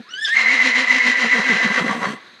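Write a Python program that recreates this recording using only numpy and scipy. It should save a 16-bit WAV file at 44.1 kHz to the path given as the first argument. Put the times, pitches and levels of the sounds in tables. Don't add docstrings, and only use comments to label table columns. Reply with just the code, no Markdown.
import sys
import numpy as np
from scipy import signal
from scipy.fft import rfft, irfft
from scipy.io import wavfile

SR = 44100
rng = np.random.default_rng(int(sys.argv[2]) if len(sys.argv) > 2 else 0)


def attenuation_scalar(level_db):
    decades = np.asarray(level_db, float) / 20
    return 10 ** decades


def log_audio(samples):
    frames = np.atleast_2d(samples).T
    limited = np.clip(frames, -1, 1)
    pcm = np.round(limited * 32767).astype(np.int16)
    wavfile.write(sys.argv[1], SR, pcm)


N = 105840

# freq_hz, response_db
AIR_SPECTRUM = [(24, -54), (40, -15.5), (415, -8.5), (771, -15.5), (1050, -22), (1870, -20), (2200, -8),
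                (2870, -16), (3910, -7), (5200, -24.5), (12000, -39.5), (15600, -78), (22000, -120)]
AIR_DB, AIR_WAVER_DB = -52.5, 1.2
# centre_hz, width_hz, level_db
INSECT_BANDS = [(1650, 540, -49.5), (4070, 700, -57.5), (6250, 250, -69.5)]
# freq_hz, level_db, t60_s
KNOCK_MODES = [(233, -32, 0.079), (475, -42, 0.066), (750, -49, 0.099)]

# start_s, pitch_hz, level_db, overtones_db (re fundamental), roughness (0-1)
SQUEAL_CURVE = [(.06, 1000, -56.5, -27, 0.1), (.08, 1146, -52.5, -30, .05), (.092, 1291, -43, -7, 0.1),
                (.108, 1453, -53, 9, 0), (.14, 1499, -38, 3.5, 0.1), (.165, 1544, -36.5, -4.5, 0.05),
                (.195, 1687, -27.5, -9, 0), (.205, 1680, -44, 9.5, 0.3), (.22, 1752, -27, -5, 0),
                (.24, 1780, -23, -3.5, 0.03), (.255, 1774, -30.5, 5.5, 0.08), (.272, 1594, -26, -7, 0),
                (.292, 1650, -23.5, -5, 0), (.31, 1780, -24, -7, 0.1), (.335, 1850, -16.5, -16, 0.12),
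                (.37, 1910, -35, -8.5, 0.8)]
# multiple, level_db
SQUEAL_OVERTONES = [(2, -1.5), (3, -9.5), (4, -10.5), (5, -24), (6, -34.5)]
# start_s, scatter_rad
SQUEAL_SCATTER = [(.2, .1), (.27, .45), (.36, .8)]
# centre_hz, width_hz, gain_db
SQUEAL_TRACT = [(4330, 360, 1), (5160, 160, 8), (6880, 720, -14.5)]
BLUR_DB = -3

# start_s, mouth_level_db, treble_level_db
BREATH_CURVE = [(.255, -78.5, -49.5), (.282, -36.5, -33.5), (.325, -60.5, -43.5), (.36, -29.5, -29),
                (.41, -25, -22), (.455, -27.5, -30.5), (.54, -26, -21.5), (.596, -28, -28),
                (.67, -24.5, -19.5), (.73, -32, -30), (.798, -24, -20.5), (.862, -31.5, -30.5),
                (.922, -27, -23), (.97, -27, -23), (1.018, -31.5, -29), (1.07, -24, -21.5),
                (1.115, -27.5, -22.5), (1.152, -32.5, -32.5), (1.2, -27, -23.5), (1.25, -22.5, -24.5),
                (1.292, -35.5, -29.5), (1.358, -24, -24), (1.4, -24.5, -26), (1.445, -30, -28.5),
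                (1.518, -24, -24.5), (1.59, -28.5, -27.5), (1.652, -24, -25), (1.696, -27, -31),
                (1.745, -27.5, -28), (1.795, -22, -25), (1.836, -34.5, -37.5), (1.88, -25, -32.5),
                (1.928, -26, -32), (1.99, -37.5, -42), (2.04, -22, -32.5), (2.08, -30.5, -36.5),
                (2.135, -38, -40.5), (2.17, -70, -66)]
# freq_hz, response_db (per Hz)
THROAT_SPECTRUM = [(300, -38.5), (380, -11.5), (490, -1), (620, -4), (800, 0.5), (900, -54)]
# freq_hz, response_db
MOUTH_SPECTRUM = [(750, -32.5), (880, -0.5), (1050, -2), (1250, -1.5), (1450, 0.5), (1800, -5.5),
                  (2300, -11.5), (2700, -23)]
# freq_hz, response_db
TREBLE_SPECTRUM = [(1350, -15.5), (2300, -4.5), (2440, 0.5), (3160, -1.5), (3540, -8), (3960, -4.5),
                   (4680, -8.5), (7200, -18.5), (7880, -26), (10300, -31), (14000, -71)]
# centre_hz, width_hz, start_gain_db, end_gain_db
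FORMANTS = [(999, 44, 8, 13), (1134, 86, 3, 18), (1983, 330, 18.5, 8), (2743, 25, 6.5, 19.5),
            (3270, 270, -1, 11), (3796, 200, 3, 8), (4050, 28, 12, 1), (6160, 750, 3.5, 13.5),
            (7030, 70, 11, 1.5)]
# start_s, level_db
HISS_CURVE = [(.3, -91.5), (1.8, -55), (2.12, -54.5), (2.17, -68)]
# freq_hz, response_db
HISS_SPECTRUM = [(6000, -39.5), (7500, 13), (10000, 2), (13000, -8), (15000, -31.5)]
THROAT_DB = (-12.5, -3.5)
BREATH_GATE = 0.16
RASP_DB, RASP_HZ = 1.0, 120

# start_s, level_db
WHISTLE_LEVEL = [(0.34, -21), (0.37, -14), (0.452, -23.5), (0.466, -16), (0.726, -22), (0.788, -18.5),
                 (0.87, -29), (0.91, -15.5), (0.946, -21.5), (1.236, -21.5), (1.256, -28), (1.334, -17),
                 (1.384, -26), (1.414, -29), (1.456, -20.5), (1.512, -16.5), (1.532, -26.5), (1.628, -21),
                 (1.74, -28), (1.782, -19), (1.832, -39), (1.874, -29), (1.954, -38), (1.976, -59),
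                 (2.056, -30), (2.128, -66), (2.17, -64)]
# start_s, pitch_hz
WHISTLE_PITCH = [(.34, 2080), (.44, 2103), (.47, 2040), (.8, 2020), (1.0, 1990), (1.3, 1995), (2.17, 2010)]
# multiple, level_db
WHISTLE_OVERTONES = [(2, -22.5), (3, -35)]
# centre_hz, width_hz, start_level_db, end_level_db (re whistle)
STRANDS = [(1591, 43, -19.5, 1.5), (1780, 69, -13, 2), (2163, 56, -5.5, -26.5), (2283, 69, -18.5, -19.5)]
WHISTLE_WIDTH_HZ = 55
WHISTLE_STEADY = (1.7, .6)
SIDEBAND_DB, STRAND_WAVER_DB = -19, 2.5

# start_s, pitch_hz, level_db
LOW_CURVE = [(.35, 215.6, -53), (.4, 240.8, -45), (.45, 213, -44.5), (.54, 268.8, -33.5),
             (.597, 229.1, -44), (.645, 262, -31), (.685, 259.4, -29.5), (.728, 222.3, -47.5),
             (.785, 257.7, -30), (.835, 254.2, -34.5), (.866, 227.5, -48), (.92, 248.6, -34),
             (.97, 258.7, -31), (1.018, 227.3, -49.5), (1.06, 254.8, -30.5), (1.11, 255.4, -30),
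             (1.157, 245.9, -52), (1.2, 262.3, -33.5), (1.26, 224.8, -27), (1.295, 240.9, -51),
             (1.335, 261, -32), (1.4, 205.5, -28.5), (1.44, 255.7, -46), (1.495, 258.4, -27),
             (1.54, 169.8, -30.5), (1.57, 228, -35.5), (1.592, 250.4, -54), (1.625, 264.8, -30),
             (1.66, 214.5, -23.5), (1.68, 168.3, -39.5), (1.712, 233, -29.5), (1.742, 261.6, -49),
             (1.785, 250.3, -24), (1.815, 173.3, -32), (1.84, 260.9, -29.5), (1.868, 193, -32),
             (1.895, 246.8, -29.5), (1.93, 174.9, -30.5), (1.96, 235.8, -31), (2.0, 236.8, -33),
             (2.04, 191.8, -35.5), (2.085, 213.3, -31), (2.115, 209.8, -33), (2.155, 202.2, -44),
             (2.185, 199.6, -61)]
# multiple, level_db
LOW_OVERTONES = [(2, -9), (3, -18.5), (4, -28.5), (5, -27)]
LOW_JITTER, LOW_SHIMMER = (.018, .1), (.15, .7)

# start_s, depth (0-1)
GROWL_DEPTH = [(1.4, 0), (1.7, .35), (1.95, .7), (2.2, .55)]
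GROWL_HZ, GROWL_ON_BREATH = 63.23, .25
# start_s, centre_hz, level_db
BURSTS = [(1.86, 1011, -61), (1.9, 1031, -27.5), (1.95, 1100, -49), (2.01, 1020, -38.5), (2.055, 1137, -34),
          (2.09, 1047, -39)]
# start_s, centre_hz, level_db
CLIMB = [(2.16, 3250, -69), (2.26, 3750, -63.5), (2.4, 4150, -58)]

YARD_DB, YARD_T60_S, YARD_GAP_S = -12, .28, .012
FAR_DB, FAR_T60_S = -17.5, 0.98
ECHO_HZ = (400, 4500)
# centre_hz, width_hz, gain_db
NOTCHES = [(614, 40, -6.5), (807, 23, -13)]


def curve(table, column):
    a = np.array(table, float)
    return np.interp(np.arange(N) / SR, a[:, 0], a[:, column])


def span(table, fade_s=.02):
    t = np.arange(N) / SR
    fade_in = np.clip((t - table[0][0]) / fade_s + 1, 0, 1)
    return fade_in * np.clip((table[-1][0] - t) / fade_s + 1, 0, 1)


def drift(pair):
    return pair[0] + (pair[1] - pair[0]) * np.linspace(0, 1, N) ** 2


def unit(x):
    return x / np.sqrt(np.mean(np.abs(x) ** 2))


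def waver(hz):
    lowpass = signal.butter(2, hz, fs=SR, output="sos")
    return unit(signal.sosfilt(lowpass, rng.standard_normal(N)))


def turns(hz):
    return 2 * np.pi * np.cumsum(hz) / SR


def bumps(f, table):
    return sum(db / (1 + (2 * (f - hz) / width) ** 2) for hz, width, db in table)


def shape(x, db_of_hz):
    f = np.maximum(np.fft.rfftfreq(N, 1 / SR), 1)
    return irfft(rfft(x) * attenuation_scalar(db_of_hz(f)), N)


def colour(x, points, peaks=()):
    hz, db = np.array(points, float).T

    def response(f):
        return np.interp(np.log(f), np.log(hz), db, left=-90, right=-120) + bumps(f, peaks)

    return unit(shape(x, response))


def tract(x, points):
    opened = colour(x, points, [(hz, width, start) for hz, width, start, end in FORMANTS])
    closed = colour(x, points, [(hz, width, end) for hz, width, start, end in FORMANTS])
    return opened + drift((0, 1)) ** 2 * (closed - opened)


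def band(hz, width):
    return unit(waver(width / 2) + 1j * waver(width / 2)) * np.exp(1j * turns(hz))


def glide(table, width):
    return np.sqrt(2) * band(curve(table, 1), width).real * attenuation_scalar(curve(table, 2)) * span(table)


def air():
    return colour(rng.standard_normal(N), AIR_SPECTRUM) * attenuation_scalar(AIR_DB + AIR_WAVER_DB * waver(8.5))


def insects():
    out = np.zeros(N)
    for hz, width, db in INSECT_BANDS:
        level = attenuation_scalar(db + 1.6 * waver(21))
        out = out + level * band(hz * (1 + 0.023 * waver(5.2)), width).real
    return out


def knock():
    t = np.arange(N) / SR
    out = np.zeros(N)
    for hz, db, t60 in KNOCK_MODES:
        out = out + attenuation_scalar(db - 60 * t / t60) * np.sin(2 * np.pi * hz * t) * (1 + .5 * waver(53))
    return out


def squeal():
    rough = np.clip(curve(SQUEAL_CURVE, 4), 0, 1)
    phase = turns(curve(SQUEAL_CURVE, 1) * (1 + 0.0061 * waver(31))) + 0.51 * rough * waver(200)
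    overtones = np.zeros(N)
    for k, db in SQUEAL_OVERTONES:
        level = attenuation_scalar(db + BLUR_DB * k * rough + 4.1 * waver(22))
        scatter = k * curve(SQUEAL_SCATTER, 1) * waver(190)
        overtones = overtones + level * np.cos(k * phase + k * k + scatter) * (1 + 0.26 * waver(88))
    overtones = shape(overtones, lambda f: bumps(f, SQUEAL_TRACT))
    tone = np.cos(phase) + attenuation_scalar(curve(SQUEAL_CURVE, 3)) * overtones
    return np.sqrt(2) * tone * (1 + rough * waver(130)) * attenuation_scalar(curve(SQUEAL_CURVE, 2)) * span(SQUEAL_CURVE)


def breath(low_phase):
    puff = rng.standard_normal((4, N)) * (1 + BREATH_GATE * np.cos(low_phase))
    puff = puff * attenuation_scalar(RASP_DB * waver(RASP_HZ))
    mouth = colour(puff[0], THROAT_SPECTRUM) * attenuation_scalar(drift(THROAT_DB)) + tract(puff[1], MOUTH_SPECTRUM)
    treble = tract(puff[2], TREBLE_SPECTRUM)
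    rush = mouth * attenuation_scalar(curve(BREATH_CURVE, 1)) + treble * attenuation_scalar(curve(BREATH_CURVE, 2))
    hiss = colour(puff[3], HISS_SPECTRUM) * attenuation_scalar(curve(HISS_CURVE, 1))
    return rush * span(BREATH_CURVE) + hiss * span(HISS_CURVE)


def shaken(steady):
    wander = waver(WHISTLE_WIDTH_HZ) + 1j * waver(WHISTLE_WIDTH_HZ)
    return (steady + wander) / np.sqrt(2 + steady ** 2)


def throat_whistle(low_phase):
    carrier = np.exp(1j * turns(curve(WHISTLE_PITCH, 1) * (1 + 0.00302 * waver(16.5))))
    core = shaken(drift(WHISTLE_STEADY)) * carrier
    beats = 2 * attenuation_scalar(SIDEBAND_DB) * np.cos(low_phase) * shaken(0) * span(LOW_CURVE)
    pipe = core * (1 + beats)
    for k, db in WHISTLE_OVERTONES:
        pipe = pipe + attenuation_scalar(db) * shaken(0) * (core / np.abs(core)) ** k
    for hz, width, start_db, end_db in STRANDS:
        level = attenuation_scalar(drift((start_db, end_db)) + STRAND_WAVER_DB * waver(6.6))
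        pipe = pipe + level * band(hz * (1 + 0.00812 * waver(7.84)), width) * span(LOW_CURVE)
    return np.sqrt(2) * pipe.real * attenuation_scalar(curve(WHISTLE_LEVEL, 1)) * span(WHISTLE_LEVEL)


def low_voice_phase():
    return turns(curve(LOW_CURVE, 1) * (1 + drift(LOW_JITTER) * waver(51.5)))


def low_voice(phase):
    overtones = sum(attenuation_scalar(db) * np.cos(k * phase + k * k) for k, db in LOW_OVERTONES)
    voice = np.cos(phase) + overtones * (1 + 0.42 * waver(35))
    voice = voice * (1 + drift(LOW_SHIMMER) * waver(38))
    return np.sqrt(2) * voice * attenuation_scalar(curve(LOW_CURVE, 2)) * span(LOW_CURVE)


def growl_flaps():
    return curve(GROWL_DEPTH, 1) * np.cos(turns(GROWL_HZ * (1 + 0.19 * waver(22.8))))


def whinny():
    low_phase = low_voice_phase()
    flap = growl_flaps()
    voiced = low_voice(low_phase) + throat_whistle(low_phase) + glide(BURSTS, 152.8)
    return voiced * (1 + flap) + breath(low_phase) * (1 + GROWL_ON_BREATH * flap)


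def clink():
    start_s, pitch_hz, level_db, t60_s = 2.047, 4408, -37, .26
    since = np.maximum(np.arange(N) / SR - start_s, 0)
    ring = attenuation_scalar(level_db - 60 * since / t60_s) * np.sin(2 * np.pi * pitch_hz * since)
    return ring * np.minimum(since / .006, 1)


def climbing_band():
    return glide(CLIMB, 300)


def echo(horse):
    t = np.arange(SR) / SR
    onset = np.clip(t / YARD_GAP_S - 1, 0, 1)
    tail = np.zeros(SR)
    for db, t60 in [(YARD_DB, YARD_T60_S), (FAR_DB, FAR_T60_S)]:
        tail = tail + attenuation_scalar(db) * unit(rng.standard_normal(SR) * attenuation_scalar(-60 * t / t60) * onset)
    tail = signal.sosfilt(signal.butter(2, ECHO_HZ, "band", fs=SR, output="sos"), tail)
    return signal.fftconvolve(horse, tail / np.sqrt(SR))[:N]


def scene():
    outdoors = air() + insects() + knock() + clink() + climbing_band()
    horse = squeal() + whinny()
    return (horse + echo(horse) + outdoors)[None]


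def low_pass(x):
    return signal.sosfilt(signal.butter(12, 15070, fs=SR, output="sos"), x)


def record(dry):
    notched = shape(dry[0], lambda f: bumps(f, NOTCHES))
    softened = np.tanh(1.178 * notched) / 0.96
    bass_cut = signal.butter(3, 125, "high", fs=SR, output="sos")
    mix = signal.sosfilt(bass_cut, softened)[None]
    return low_pass(mix)


dry = scene()
out = record(dry)
log_audio(out)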